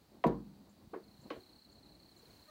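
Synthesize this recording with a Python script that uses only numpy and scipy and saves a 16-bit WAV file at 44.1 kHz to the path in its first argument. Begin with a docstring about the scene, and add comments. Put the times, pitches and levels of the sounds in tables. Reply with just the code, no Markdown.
"""A glass is set down on a wooden porch railing at dusk: it knocks, lands flat and settles.
The rail rings and booms under it. Two weaker wooden knocks and soft bumps follow as the sitter
shifts away. A cricket trills with quick wing strokes, and a thin high chirp repeats in the trees.
Behind it all are quiet air, a far insect chorus and a low drone. A faint squeak comes at the end."""
import sys
import numpy as np
from scipy import signal
from scipy.fft import rfft, irfft
from scipy.io import wavfile
from scipy.ndimage import uniform_filter1d

SR = 44100
rng = np.random.default_rng(int(sys.argv[2]) if len(sys.argv) > 2 else 0)


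def wrap_up_sound(samples):
    """Save the sound to the file named by the first command line argument, as 16-bit audio."""
    columns = np.atleast_2d(samples).T
    # keep every value between -1 and 1, then stretch to whole-number steps
    tamed = np.clip(columns, -1, 1)
    steps = np.round(tamed * 32767).astype(np.int16)
    wavfile.write(sys.argv[1], SR, steps)


N = 110250
TIME = np.arange(N) / SR


def amp(db):
    """Turns decibels into a number to multiply by."""
    return 10 ** (np.asarray(db) / 20)


def unit(x):
    """Scales a sound to an average power of 1."""
    return x / np.sqrt(np.mean(x ** 2) + 1e-20)


def clock(seconds):
    """The time of each sample, counted from zero."""
    return np.arange(round(seconds * SR)) / SR


def look_up(rows, hz, column=1):
    """Reads a table at any pitch, blending between its rows."""
    rows = np.array(rows)
    return np.interp(np.log(hz + 1), np.log(rows[:, 0]), rows[:, column])


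def add(mix, start_s, sound):
    """Mixes a sound in at its start time."""
    part = mix[round(start_s * SR):][:len(sound)]
    part += sound[:len(part)]


def band(x, low_hz, high_hz, order=2):
    """Keeps what lies between two pitches."""
    for hz, kind in ((low_hz, "high"), (high_hz, "low")):
        x = signal.sosfilt(signal.butter(order, min(hz, SR / 2 - 1), kind, fs=SR, output="sos"), x)
    return x


def noise(gain):
    """Steady noise, with gain(hz) setting the share of each pitch."""
    return unit(irfft(rfft(rng.standard_normal(N)) * gain(np.fft.rfftfreq(N, 1 / SR)), N))


def drift(samples):
    """A slow random wobble; more samples make it slower."""
    return unit(uniform_filter1d(uniform_filter1d(rng.standard_normal(N), samples), samples))


def echoes(x, echo_db, ring_s):
    """Adds a blur of echoes. Here and below, ring_s is the time to fade by 60 dB."""
    t = clock(ring_s)
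    tail = rng.standard_normal(N)[:len(t)] * amp(-60 * t / ring_s)
    return x + amp(echo_db) * signal.fftconvolve(x, tail / np.linalg.norm(tail))[:N]


def ringing(notes, t):
    """A struck object rings with its own fading notes."""
    return sum((-1) ** k * amp(db - 60 * t / ring_s) * np.sin(2 * np.pi * hz * t)
               for k, (hz, db, ring_s) in enumerate(notes))


def struck(hits, notes, wash, notes_db, wash_db, crack_db, crack_s, thump_db):
    """Each hit on wood makes ringing notes, a wash of fading noise, a sharp crack and a thump."""
    out, t = np.zeros(N), clock(0.75)
    ring = amp(notes_db) * ringing(notes, t)
    thump_cycles = 2.84
    for start_s, db, high_hz, low_hz in hits:
        burst, steady = (noise(lambda hz: amp(look_up(wash, hz)))[:len(t)] for _ in range(2))
        hz, age_s, spectrum = signal.stft(steady, SR, nperseg=512)
        fade = amp(-60 * age_s / look_up(wash, hz, column=2)[:, None])  # each pitch at its own speed
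        tail = amp(wash_db) * signal.istft(spectrum * fade, SR)[1][:len(t)]
        crack = amp(crack_db) * burst * np.exp(-t / crack_s)
        add(out, start_s, amp(db) * band(ring + tail + crack, low_hz, high_hz, order=3))
        middle_hz = np.sqrt(low_hz * high_hz)
        cycles = np.minimum(t * middle_hz, thump_cycles)
        swell = np.sin(np.pi * cycles / thump_cycles) ** 2
        add(out, start_s, amp(db + thump_db) * swell * np.sin(2 * np.pi * cycles))
    return out


# the tone of the air: pitch_hz, strength_db
AIR_TONE = [(20, 6), (35, -20.5), (52, 1.5), (100, -1), (200, -1.5), (300, 0.5), (450, -8), (800, -10.5),
            (1300, -18.5), (2500, -22.5), (5000, -25), (10000, -29), (14300, -29), (15200, -24),
            (16000, -24.5)]
# how loud the air is: time_s, hush_db, hiss_db
AIR_LEVELS = [(0, -65, -73), (.7, -65.5, -73), (1.05, -63.5, -72), (1.35, -60.5, -69), (1.65, -65.5, -72.5),
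              (2.08, -63.5, -71), (2.3, -64.5, -67), (2.5, -63, -68)]
def air(split_hz=1076, wobble_db=3):
    """Outdoor air is an uneven low hush and a smooth hiss."""
    times, hush_db, hiss_db = np.transpose(AIR_LEVELS)
    hush = noise(lambda hz: amp(look_up(AIR_TONE, hz)) / np.hypot(1, (hz / split_hz) ** 2))
    hiss = noise(lambda hz: amp(look_up(AIR_TONE, hz)) / np.hypot(1, (split_hz / (hz + 1)) ** 2))
    hush *= amp(np.interp(TIME, times, hush_db) + wobble_db * drift(samples=1500))
    hiss *= amp(np.interp(TIME, times, hiss_db))
    return hush + hiss


def chorus(pitch_hz=4265, width_hz=450, level_db=-79, flutter_db=1.5):
    """Far crickets blend into one high, fluttering hiss."""
    hiss = noise(lambda hz: np.exp(-.5 * ((hz - pitch_hz) / width_hz) ** 2))
    return hiss * amp(level_db + flutter_db * drift(samples=500))


# how loud the drone is: time_s, level_db
DRONE_LEVELS = [(0, -84), (.4, -68.5), (.7, -69), (1.05, -64.5), (1.3, -78), (1.6, -78), (2.5, -77.5)]
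def drone(pitch_hz=205, width_hz=20):
    """A faint low drone, made of noise near one pitch, comes and goes."""
    times, db = np.transpose(DRONE_LEVELS)
    hum = noise(lambda hz: 1 / (1 + ((hz - pitch_hz) / width_hz) ** 2))
    return hum * amp(np.interp(TIME, times, db))


# tiny scrapes of the glass: start_s, level_db, rise_s, fade_s, low_hz, high_hz
SCRAPES = [(.2388, -34, .001, .002, 1850, 2700), (.2405, -67, .003, .012, 4000, 14000),
           (.263, -62, .007, .012, 3200, 7500), (.265, -60, .007, .005, 10300, 12600)]
def glass_scrapes():
    """The base of the glass ticks and grates on the wood in bursts of grainy noise."""
    out, t = np.zeros(N), clock(1)
    for start_s, db, rise_s, fade_s, low_hz, high_hz in SCRAPES:
        grains = rng.standard_normal(len(t)) * rng.exponential(1, len(t))
        shape = np.minimum(t / rise_s, 1) * np.exp(-np.maximum(t - rise_s, 0) / fade_s)
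        add(out, start_s, amp(db) * shape * unit(band(grains, low_hz, high_hz, order=5)))
    return out


# the glass hits the rail: start_s, level_db, high_hz, low_hz
GLASS_HITS = [(.2405, -18.5, 1520, 630), (.2445, -19.5, 926, 271), (.259, -21, 490, 88.5),
              (.278, -36, 1210, 576), (.295, -25.5, 445, 243)]
# the rail's own notes: pitch_hz, level_db, ring_s
RAIL_NOTES = [(131, -19, .42), (152, -15, .5), (201, -18, .95), (238, -21, .33), (286, -11, .42),
              (328, -13, .28), (367, -11, .27), (464, -6, .25), (519, -16, .25), (560, -9, .23),
              (629, -13, .2), (680, -11, .2), (780, -7, .19), (965, -10, .2), (1013, -14, .2),
              (1115, -16, .17), (1777, -25, .25)]
# blurred ringing of rail and porch: pitch_hz, strength_db, ring_s
PORCH_WASH = [(59, -25, .5), (148, 2, 0.66), (295, -5, 0.51), (590, -16, 0.31), (1060, -7.5, 0.31),
              (1340, -20, 0.33), (2630, -12.5, 0.17), (3420, -17, 0.35), (9400, -17, 0.45)]
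def glass_landing():
    """The glass knocks, lands flat and settles, and each touch rings the rail."""
    return struck(GLASS_HITS, RAIL_NOTES, PORCH_WASH,
                  notes_db=-5, wash_db=-8.5, crack_db=0, crack_s=.0033, thump_db=-1.5)


# when the glass clinks: start_s, level_db
GLASS_CLINKS = [(.241, -59), (.2655, -58.5), (.272, -67.5)]
# the glass's own notes: pitch_hz, level_db, ring_s
GLASS_NOTES = [(3400, -8, .12), (3730, -2, .13), (3960, -4, .12), (4450, -4, .1), (7450, -11, .06),
               (11200, -9, .03)]
def glass_clinks():
    """The glass rings only briefly, because a hand is holding it."""
    out, clink = np.zeros(N), ringing(GLASS_NOTES, clock(1))
    for start_s, db in GLASS_CLINKS:
        add(out, start_s, amp(db) * clink)
    return out


# the railing's sway: pitch_hz, level_db, rise_s, ring_s
RAIL_SWAY = (54.5, -34, .07, .42)
def rail_boom(start_s=.25):
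    """The whole railing sways under the weight, making one deep note."""
    out, t = np.zeros(N), clock(1)
    hz, db, rise_s, ring_s = RAIL_SWAY
    shape = (1 - np.exp(-t / rise_s)) * amp(db - 60 * t / ring_s)
    add(out, start_s, shape * np.sin(2 * np.pi * hz * t))
    return out


# chirps in the trees: start_s, level_db
TREE_CHIRPS = [(0.691, -74.5), (1.211, -73), (1.714, -75), (2.172, -71.5)]
def chirps(length_s=.021, from_hz=5800, to_hz=7600, bend_s=.0045):
    """A thin chirp slides up and levels off, about twice a second."""
    out, t = np.zeros(N), clock(length_s)
    hz = to_hz + (from_hz - to_hz) * np.exp(-t / bend_s)
    swell = np.sin(np.pi * np.sqrt(t / length_s))
    for start_s, db in TREE_CHIRPS:
        add(out, start_s, amp(db) * swell * np.sin(2 * np.pi * np.cumsum(hz) / SR))
    return echoes(out, echo_db=4, ring_s=.11)


# dull bumps: start_s, level_db, pitch_hz, length_s
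SOFT_BUMPS = [(0.871, -46, 144, 0.009), (1.188, -50.5, 139, 0.015), (1.226, -51, 192, 0.013),
              (1.25, -44, 214, 0.017), (2.229, -55.5, 446, 0.014)]
def bumps():
    """The sitter shifts, making soft bumps that do not ring."""
    out = np.zeros(N)
    for start_s, db, hz, length_s in SOFT_BUMPS:
        t = clock(length_s)
        swell = np.sin(np.pi * t / length_s) ** 2
        add(out, start_s, amp(db) * swell * np.sin(2 * np.pi * hz * t))
    return out


# hits on the wood: start_s, level_db, high_hz, low_hz
WOOD_HITS = [(.9315, -47, 464, 252), (.9362, -43, 1700, 470), (.9385, -43, 546, 265), (.961, -46, 460, 310),
             (.972, -46.5, 480, 307), (1.257, -52.5, 650, 288), (1.3036, -40.5, 3750, 796),
             (1.3065, -37.5, 702, 235), (1.358, -45.5, 520, 343)]
# the wood's own notes: pitch_hz, level_db, ring_s
WOOD_NOTES = [(205, -6, 0.18), (304, -10, 0.15), (372, -11, 0.35), (453, -4.5, 0.21), (588, -15, 0.18),
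              (974, -14, 0.17), (1093, -1.5, 0.13), (1700, -8, 0.13)]
# blurred ringing after a knock: pitch_hz, strength_db, ring_s
KNOCK_WASH = [(99, -14, 0.13), (350, 3.5, 0.2), (686, -2.5, 0.17), (1280, -8.5, 0.21), (2400, -12.5, .18),
              (3600, -19, 0.26), (8000, -22.5, 0.092)]
def knocks():
    """Two weaker knocks ring the wood, each a quick cluster of hits."""
    return struck(WOOD_HITS, WOOD_NOTES, KNOCK_WASH,
                  notes_db=-5.5, wash_db=.5, crack_db=2.5, crack_s=.005, thump_db=3.5)


# runs of wing strokes: start_s, stroke_count, level_db
WING_RUNS = [(1.029, 1, -66), (1.073, 5, -67), (1.232, 5, -65), (1.397, 4, -62.5), (1.521, 5, -62),
             (1.686, 4, -62.5), (1.823, 5, -62.5), (1.990, 5, -62.5), (2.158, 4, -62.5), (2.297, 7, -63)]
# the trill bounces off the porch: delay_s, level_db
PORCH_ECHOES = [(.00398, -8), (.0071, -11), (.0147, -12)]
def cricket(stroke_s=.022, every_s=.0299, pitch_hz=4550, fall_hz=690, overtone_db=-21):
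    """Every wing stroke is a short tone that falls as the wing slows."""
    out, t = np.zeros(N), clock(stroke_s)
    swell = np.sin(np.pi * (t / stroke_s) ** .8)  # peaks a little early
    scatter_hz, scatter_db = 45.5, .63  # no two strokes are quite alike
    for start_s, count, db in WING_RUNS:
        for k in range(round(count)):
            hz = rng.normal(pitch_hz, scatter_hz) - fall_hz * t / stroke_s
            phase = 2 * np.pi * np.cumsum(hz) / SR
            tone = np.sin(phase) + amp(overtone_db) * np.sin(2 * phase)
            add(out, start_s + k * every_s, amp(rng.normal(db, scatter_db)) * swell * tone)
    direct = out.copy()
    for delay_s, db in PORCH_ECHOES:
        add(out, delay_s, amp(db) * direct)
    return echoes(out, echo_db=-4.5, ring_s=.085)


def squeak(start_s=2.476, pitch_hz=612, rise_s=.016, levels_db=(-59, -60, -68)):
    """A faint squeak swells in: one note and two overtones."""
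    t = TIME - start_s
    tone = sum(amp(db) * np.sin(2 * np.pi * k * pitch_hz * t) for k, db in enumerate(levels_db, 1))
    return np.clip(t / rise_s, 0, 1) * tone


def scene():
    """Adds up everything on the porch in one channel."""
    glass = glass_landing() + glass_scrapes() + glass_clinks() + rail_boom()
    return (glass + bumps() + knocks() + cricket() + chirps() + chorus() + air() + drone() + squeak())[None]


def record(dry):
    """Trims the deepest rumble and the highest hiss."""
    low_hz, high_hz = 32, 15850
    dry = signal.sosfilt(signal.butter(4, low_hz, "high", fs=SR, output="sos"), dry)
    treble_cut = signal.firwin(511, high_hz, window=("kaiser", 9), fs=SR)
    return signal.oaconvolve(dry, treble_cut[None], "same")


dry = scene()
out = record(dry)
wrap_up_sound(out)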